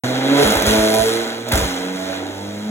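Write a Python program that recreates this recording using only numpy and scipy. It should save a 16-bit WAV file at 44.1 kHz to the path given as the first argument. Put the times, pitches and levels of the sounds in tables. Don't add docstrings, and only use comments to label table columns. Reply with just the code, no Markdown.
import sys
import numpy as np
from scipy import signal
from scipy.fft import rfft, irfft, next_fast_len
from scipy.io import wavfile
from scipy.ndimage import uniform_filter1d, map_coordinates

SR = 44100
rng = np.random.default_rng(int(sys.argv[2]) if len(sys.argv) > 2 else 0)


def pcm_store(signal):
    levels = np.round(np.clip(np.atleast_2d(signal), -1, 1) * 32767)
    wavfile.write(sys.argv[1], SR, levels.astype(np.int16).T)


N = 119070
T = np.arange(N) / SR
# time in seconds, then gains in dB of the exhaust note, the roar and the hiss.
ENGINE_LOAD = [(0.04, -22, -27, -34), (0.22, -22, -25.5, -36.5), (0.33, -12.5, -22, -33),
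               (0.43, -17.5, -17.5, -24.5), (0.65, -19.5, -22.5, -30.5), (0.68, -13.5, -18, -23.5),
               (0.81, -14.5, -21.5, -27), (0.94, -16, -25.5, -28.5), (1.02, -23.5, -26, -29),
               (1.08, -23, -25.5, -28.5), (1.11, -23.5, -25, -30), (1.3, -25, -28.5, -37.5),
               (1.45, -26, -36, -43.5), (1.49, -17, -29.5, -37), (1.51, -22, -31.5, -40),
               (1.52, -23.5, -19, -29), (1.58, -18.5, -23, -26.5), (1.62, -21.5, -24, -28.5),
               (1.77, -22, -28.5, -35), (1.91, -24, -32, -40.5), (2.0, -26.5, -32, -37),
               (2.16, -24.5, -29, -38.5), (2.22, -21, -33.5, -43), (2.38, -24.5, -37, -42),
               (2.7, -28.5, -37.5, -44)]


def engine():
    # time in seconds, firings per second, raggedness from 0 to 1.
    speed = [(.04, 124, 0.52), (.2, 131, 0.76), (.33, 140, 0.2), (.44, 143.4, 0.85), (.455, 105, 0.82),
             (.52, 106, 1), (.63, 92, 0.8), (.67, 108, 0.25), (.9, 108.7, 0), (1.05, 111.3, 0.62),
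             (1.19, 115.4, 0.66), (1.4, 115, 0.38), (1.5, 121.5, 0), (1.518, 109, 1), (1.65, 94.2, 0.56),
             (1.7, 89.5, 0.27), (1.9, 93, 0.33), (2.22, 95, 0.06), (2.45, 101, 0.02), (2.6, 104, 0),
             (2.7, 107.6, 0.25)]
    rate, ragged = curves(speed)
    firings = np.cumsum(rate) / SR
    scatter = rng.standard_normal((2, 600))
    strength = amp(1.1 * map_coordinates(scatter[0], [firings], order=1))
    note = exhaust_note(firings, strength, ragged)
    return note + strength * (drone(firings) + flares(firings)) + exhaust_noise(firings, rate, scatter)


def exhaust_note(firings, strength, ragged):
    harmonics_db = [4, 3.5, -3.5, -6.5, -10, -9, 2, -16]
    waver_db = lambda: 3 * map_coordinates(rng.standard_normal(40), [T * 9])
    harmonics = sum(amp(db + waver_db()) * np.cos(2 * np.pi * k * firings)
                    for k, db in enumerate(harmonics_db, 3))
    rough = unit(filtered(rng.standard_normal(N), lambda hz: (hz > 150) & (hz < 1100)))
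    source = np.sqrt(1 - ragged) * unit(strength * harmonics) + (np.sqrt(ragged) + amp(-4)) * rough
    level_db = curves(ENGINE_LOAD)[0] - 8 * (1 - ragged)
    return amp(level_db) * levelled(filtered(source, standing_waves))


def standing_waves(hz):
    # frequency in Hz, bandwidth in Hz, gain in dB.
    modes = [(278.3, 44, 0.5), (320.4, 2.8, 5.5), (339.8, 8.4, 3), (421, 21, 0), (445.5, 13.8, 3.5),
             (463, 8, 4.5), (506, 34, -1), (577.3, 27, 0), (644.8, 5.6, 7), (716, 14, -2.5),
             (776.4, 47, -1.5), (975.6, 11.3, -5)]
    return sum((-1) ** k * amp(db) * 1j * hz * width / (centre ** 2 - hz ** 2 + 1j * hz * width)
               for k, (centre, width, db) in enumerate(modes))


def drone(firings):
    # time in seconds, level of the fundamental in dB, level of the octave in dB.
    levels = [(.04, -26, -24.5), (.2, -30.5, -25.5), (.33, -31, -14.5), (.43, -25, -20.5),
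              (.455, -41, -21.5), (.52, -38, -23.5), (.56, -38, -50), (.655, -39, -26), (.68, -26, -20),
              (.78, -40, -21), (.95, -35, -25), (1.02, -35, -31), (1.15, -39, -33), (1.27, -51, -31.5),
              (1.45, -39, -40.5), (1.52, -36, -28), (1.66, -51, -33.5), (1.75, -45.5, -40.5),
              (1.9, -61.5, -31), (2.07, -43.5, -35.5), (2.31, -40.5, -52), (2.42, -37, -34.5),
              (2.6, -38.5, -30), (2.7, -48, -22)]
    return sum(amp(db) * np.sqrt(2) * np.cos(2 * np.pi * k * firings)
               for k, db in enumerate(curves(levels), 1))


def flares(firings):
    # start in seconds, end in seconds, multiple of the firing rate, level in dB.
    spans = [(0.038, 0.173, 4, -33), (0.174, 0.3, 4, -26), (0.296, 0.444, 7, -28.5),
             (0.342, 0.453, 3, -18.5), (0.392, 0.448, 3, -11), (0.348, 0.464, 5, -24),
             (0.675, 0.958, 3, -25.5), (0.667, 0.754, 4, -20.5), (0.697, 1.056, 6, -21.5),
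             (0.717, 0.944, 5, -29.5), (0.707, 1.05, 5.5, -39), (0.704, 0.857, 8, -30.5),
             (0.783, 1.02, 4, -25.5), (0.798, 1.028, 9, -30), (0.901, 1.02, 7, -28),
             (1.019, 1.125, 4, -16.5), (1.087, 1.271, 3, -30), (1.104, 1.26, 4, -24),
             (1.65, 2.335, 3, -36.5), (1.77, 1.99, 5, -29.5), (1.947, 2.186, 7, -35),
             (2.054, 2.146, 6, -29.5), (2.403, 2.719, 3, -41)]
    fade = lambda s: np.clip(s / .045, 0, 1)
    return sum(amp(db) * fade(T - start) * fade(end - T) * np.sqrt(2) * np.cos(2 * np.pi * k * firings)
               for start, end, k, db in spans)


def exhaust_noise(firings, rate, scatter):
    # frequency in Hz, relative level in dB.
    roar_spectrum = [(300, -22.5), (460, -11.5), (800, -8.5), (1250, -10.5), (1430, -3.5), (1700, -7),
                     (2200, -9.5), (3000, -11.5), (4000, -9.5), (6000, -38), (9000, -57)]
    hiss_spectrum = [(3700, -1.5), (6500, 4.5), (9000, -2.5), (12000, -9), (15900, -9.5)]
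    air_spectrum = [(10000, 8), (16000, -7)]
    snap_spectrum = [(1200, -4), (4000, 4), (6000, -10), (10000, -1.5), (16000, -20)]
    # time in seconds, level of the snaps over the hiss in dB.
    snap_levels = [(.04, -25), (.6, -23), (.67, -19), (.9, 2), (1.1, 1.5), (1.25, -6), (1.7, -21),
                   (1.85, -7), (2.15, -16), (2.3, -21)]
    lag_s, decay_s, scatter_db = .0043, .001, 3
    roar_share, hiss_share = .11, .067
    _, roar_db, hiss_db = curves(ENGINE_LOAD)
    lagged = firings - lag_s * rate
    snap_size, spit_size = amp(scatter_db * scatter[:, lagged.astype(int)])
    spits = unit(spit_size * np.exp(-(lagged % 1) / rate / decay_s))
    spitting = lambda share: (np.sqrt(1 - share) + np.sqrt(share) * spits) * rng.standard_normal(N)
    roar = levelled(coloured(spitting(roar_share), roar_spectrum))
    hiss = levelled(coloured(spitting(hiss_share), hiss_spectrum))
    fronts = np.diff(np.floor(lagged), prepend=0) * snap_size
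    snap = amp(curves(snap_levels)[0]) * unit(coloured(fronts, snap_spectrum))
    air_db = -4.5 + .73 * (hiss_db - hiss_db.max())
    air = amp(air_db) * unit(coloured(spitting(hiss_share), air_spectrum))
    return amp(roar_db) * roar + amp(hiss_db) * (hiss + snap + air)


def thuds_and_cracks():
    # start in seconds, gain in dB.
    thud_events = [(0.438, -11.5), (.55, -11), (.661, -6.5), (.774, -13), (0.985, -15), (1.524, -0.5),
                   (1.565, -7), (1.61, -4.5), (1.64, -14)]
    crack_events = [(0.4288, -17), (0.456, -18), (.476, -10), (.507, -5.5), (.5225, -8), (0.537, -10),
                    (0.5552, -8), (.571, -8), (.623, -4), (.6397, -17), (.658, -10), (.667, -3),
                    (1.0596, -17), (0.9422, -4), (1.4881, -11), (1.5214, -0.5), (1.538, -8), (1.556, -4),
                    (1.577, -5)]
    # frequency in Hz, gain of the cracks in dB.
    crack_spectrum = [(300, -3), (1500, 0), (9000, 0), (16000, -3)]
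    thud_hz, excess, sink_s = 53.8, 4.5, .0075
    attack_s, thud_t60_s, fizz_t60_s = .012, .15, .02
    thuds, cracks, t = np.zeros(N + SR), np.zeros(N + SR), T[:SR // 2]
    cycles = thud_hz * (t + excess * sink_s * (1 - np.exp(-t / sink_s)))
    envelope = amp(-60 * t / thud_t60_s) * (1 - np.exp(-t / attack_s)) ** 2
    for start, db in thud_events:
        thuds[round(start * SR):][:len(t)] += amp(db) * envelope * np.sin(2 * np.pi * cycles)
    spike = 2 * (t == 0)
    for start, db in crack_events:
        fizz = amp(-10 - 60 * t / fizz_t60_s) * rng.standard_normal(len(t))
        cracks[round(start * SR):][:len(t)] += amp(db) * (spike + fizz)
    cracks = coloured(cracks[:N], crack_spectrum)
    grit = unit(filtered(rng.standard_normal(N), lambda hz: hz < 250))
    return thuds[:N] * (1 + .3 * grit) + cracks + amp(-6) * walls(cracks, t60_s=.3)


def rollers():
    # frequency in Hz, relative level in dB.
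    spectrum = [(25, -12), (45, 7), (70, 11), (250, 5), (400, -24)]
    return amp(curves(ENGINE_LOAD)[1] - 25) * unit(coloured(rng.standard_normal(N), spectrum))


def walls(x, t60_s):
    t = T[:SR // 2]
    tail = rng.standard_normal(len(t)) * amp(-60 * t / t60_s)
    return signal.fftconvolve(x, tail / np.linalg.norm(tail))[:N]


def amp(db):
    return 10 ** (np.asarray(db) / 20)


def unit(x):
    return x / np.sqrt(np.mean(x ** 2) + 1e-20)


def levelled(x):
    return x / np.sqrt(np.abs(uniform_filter1d(x ** 2, size=SR // 10)) + 1e-12)


def along(points, hz):
    frequencies, values = np.transpose(points)
    return np.interp(np.log(hz + 1), np.log(frequencies + 1), values)


def curves(rows):
    times, *columns = np.transpose(rows)
    return [np.interp(T, times, column) for column in columns]


def filtered(x, response):
    size = next_fast_len(N + SR // 2)
    return irfft(rfft(x, size) * response(np.fft.rfftfreq(size, 1 / SR)), size)[..., :N]


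def coloured(x, spectrum):
    points = [(spectrum[0][0] / 4, -70)] + list(spectrum)
    return filtered(x, lambda hz: amp(along(points, hz)))


def scene():
    # frequency in Hz, left-right likeness from 0 to 1.
    likeness = [(60, 0.95), (250, 0.98), (600, 0.69), (2000, 0.23), (4500, .9), (12000, .88)]
    car = engine() + thuds_and_cracks() + rollers()
    angle = lambda hz: np.arccos(along(likeness, hz)) / 2
    direct = filtered(car, lambda hz: np.cos(angle(hz)))
    scattered = filtered(walls(car, t60_s=.15), lambda hz: np.sin(angle(hz)))
    return np.array([direct + scattered, direct - scattered])


def record(dry):
    # frequency in Hz, phase lead of the left port in radians.
    phase_lead = [(0, 0), (1640, .8), (2240, 1.9), (4750, np.pi), (9000, 3 * np.pi), (13200, 5 * np.pi),
                  (17400, 7 * np.pi)]
    # frequency in Hz, left minus right level in dB.
    balance = [(60, 1.5), (150, 0.3), (300, 1), (600, -6), (1400, -3), (3000, -1.5), (6000, 0)]
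    start_s, top_hz = .036, 15900
    half = np.array([[.5], [-.5]])
    phase = lambda hz: half * np.interp(hz, *np.transpose(phase_lead))
    ports = filtered(dry, lambda hz: amp(half * along(balance, hz)) * np.exp(1j * phase(hz)))
    onset = np.clip((T - start_s) * 1000, 0, 1)
    return filtered(ports * onset, lambda hz: hz < top_hz)


dry = scene()
out = record(dry)
pcm_store(out)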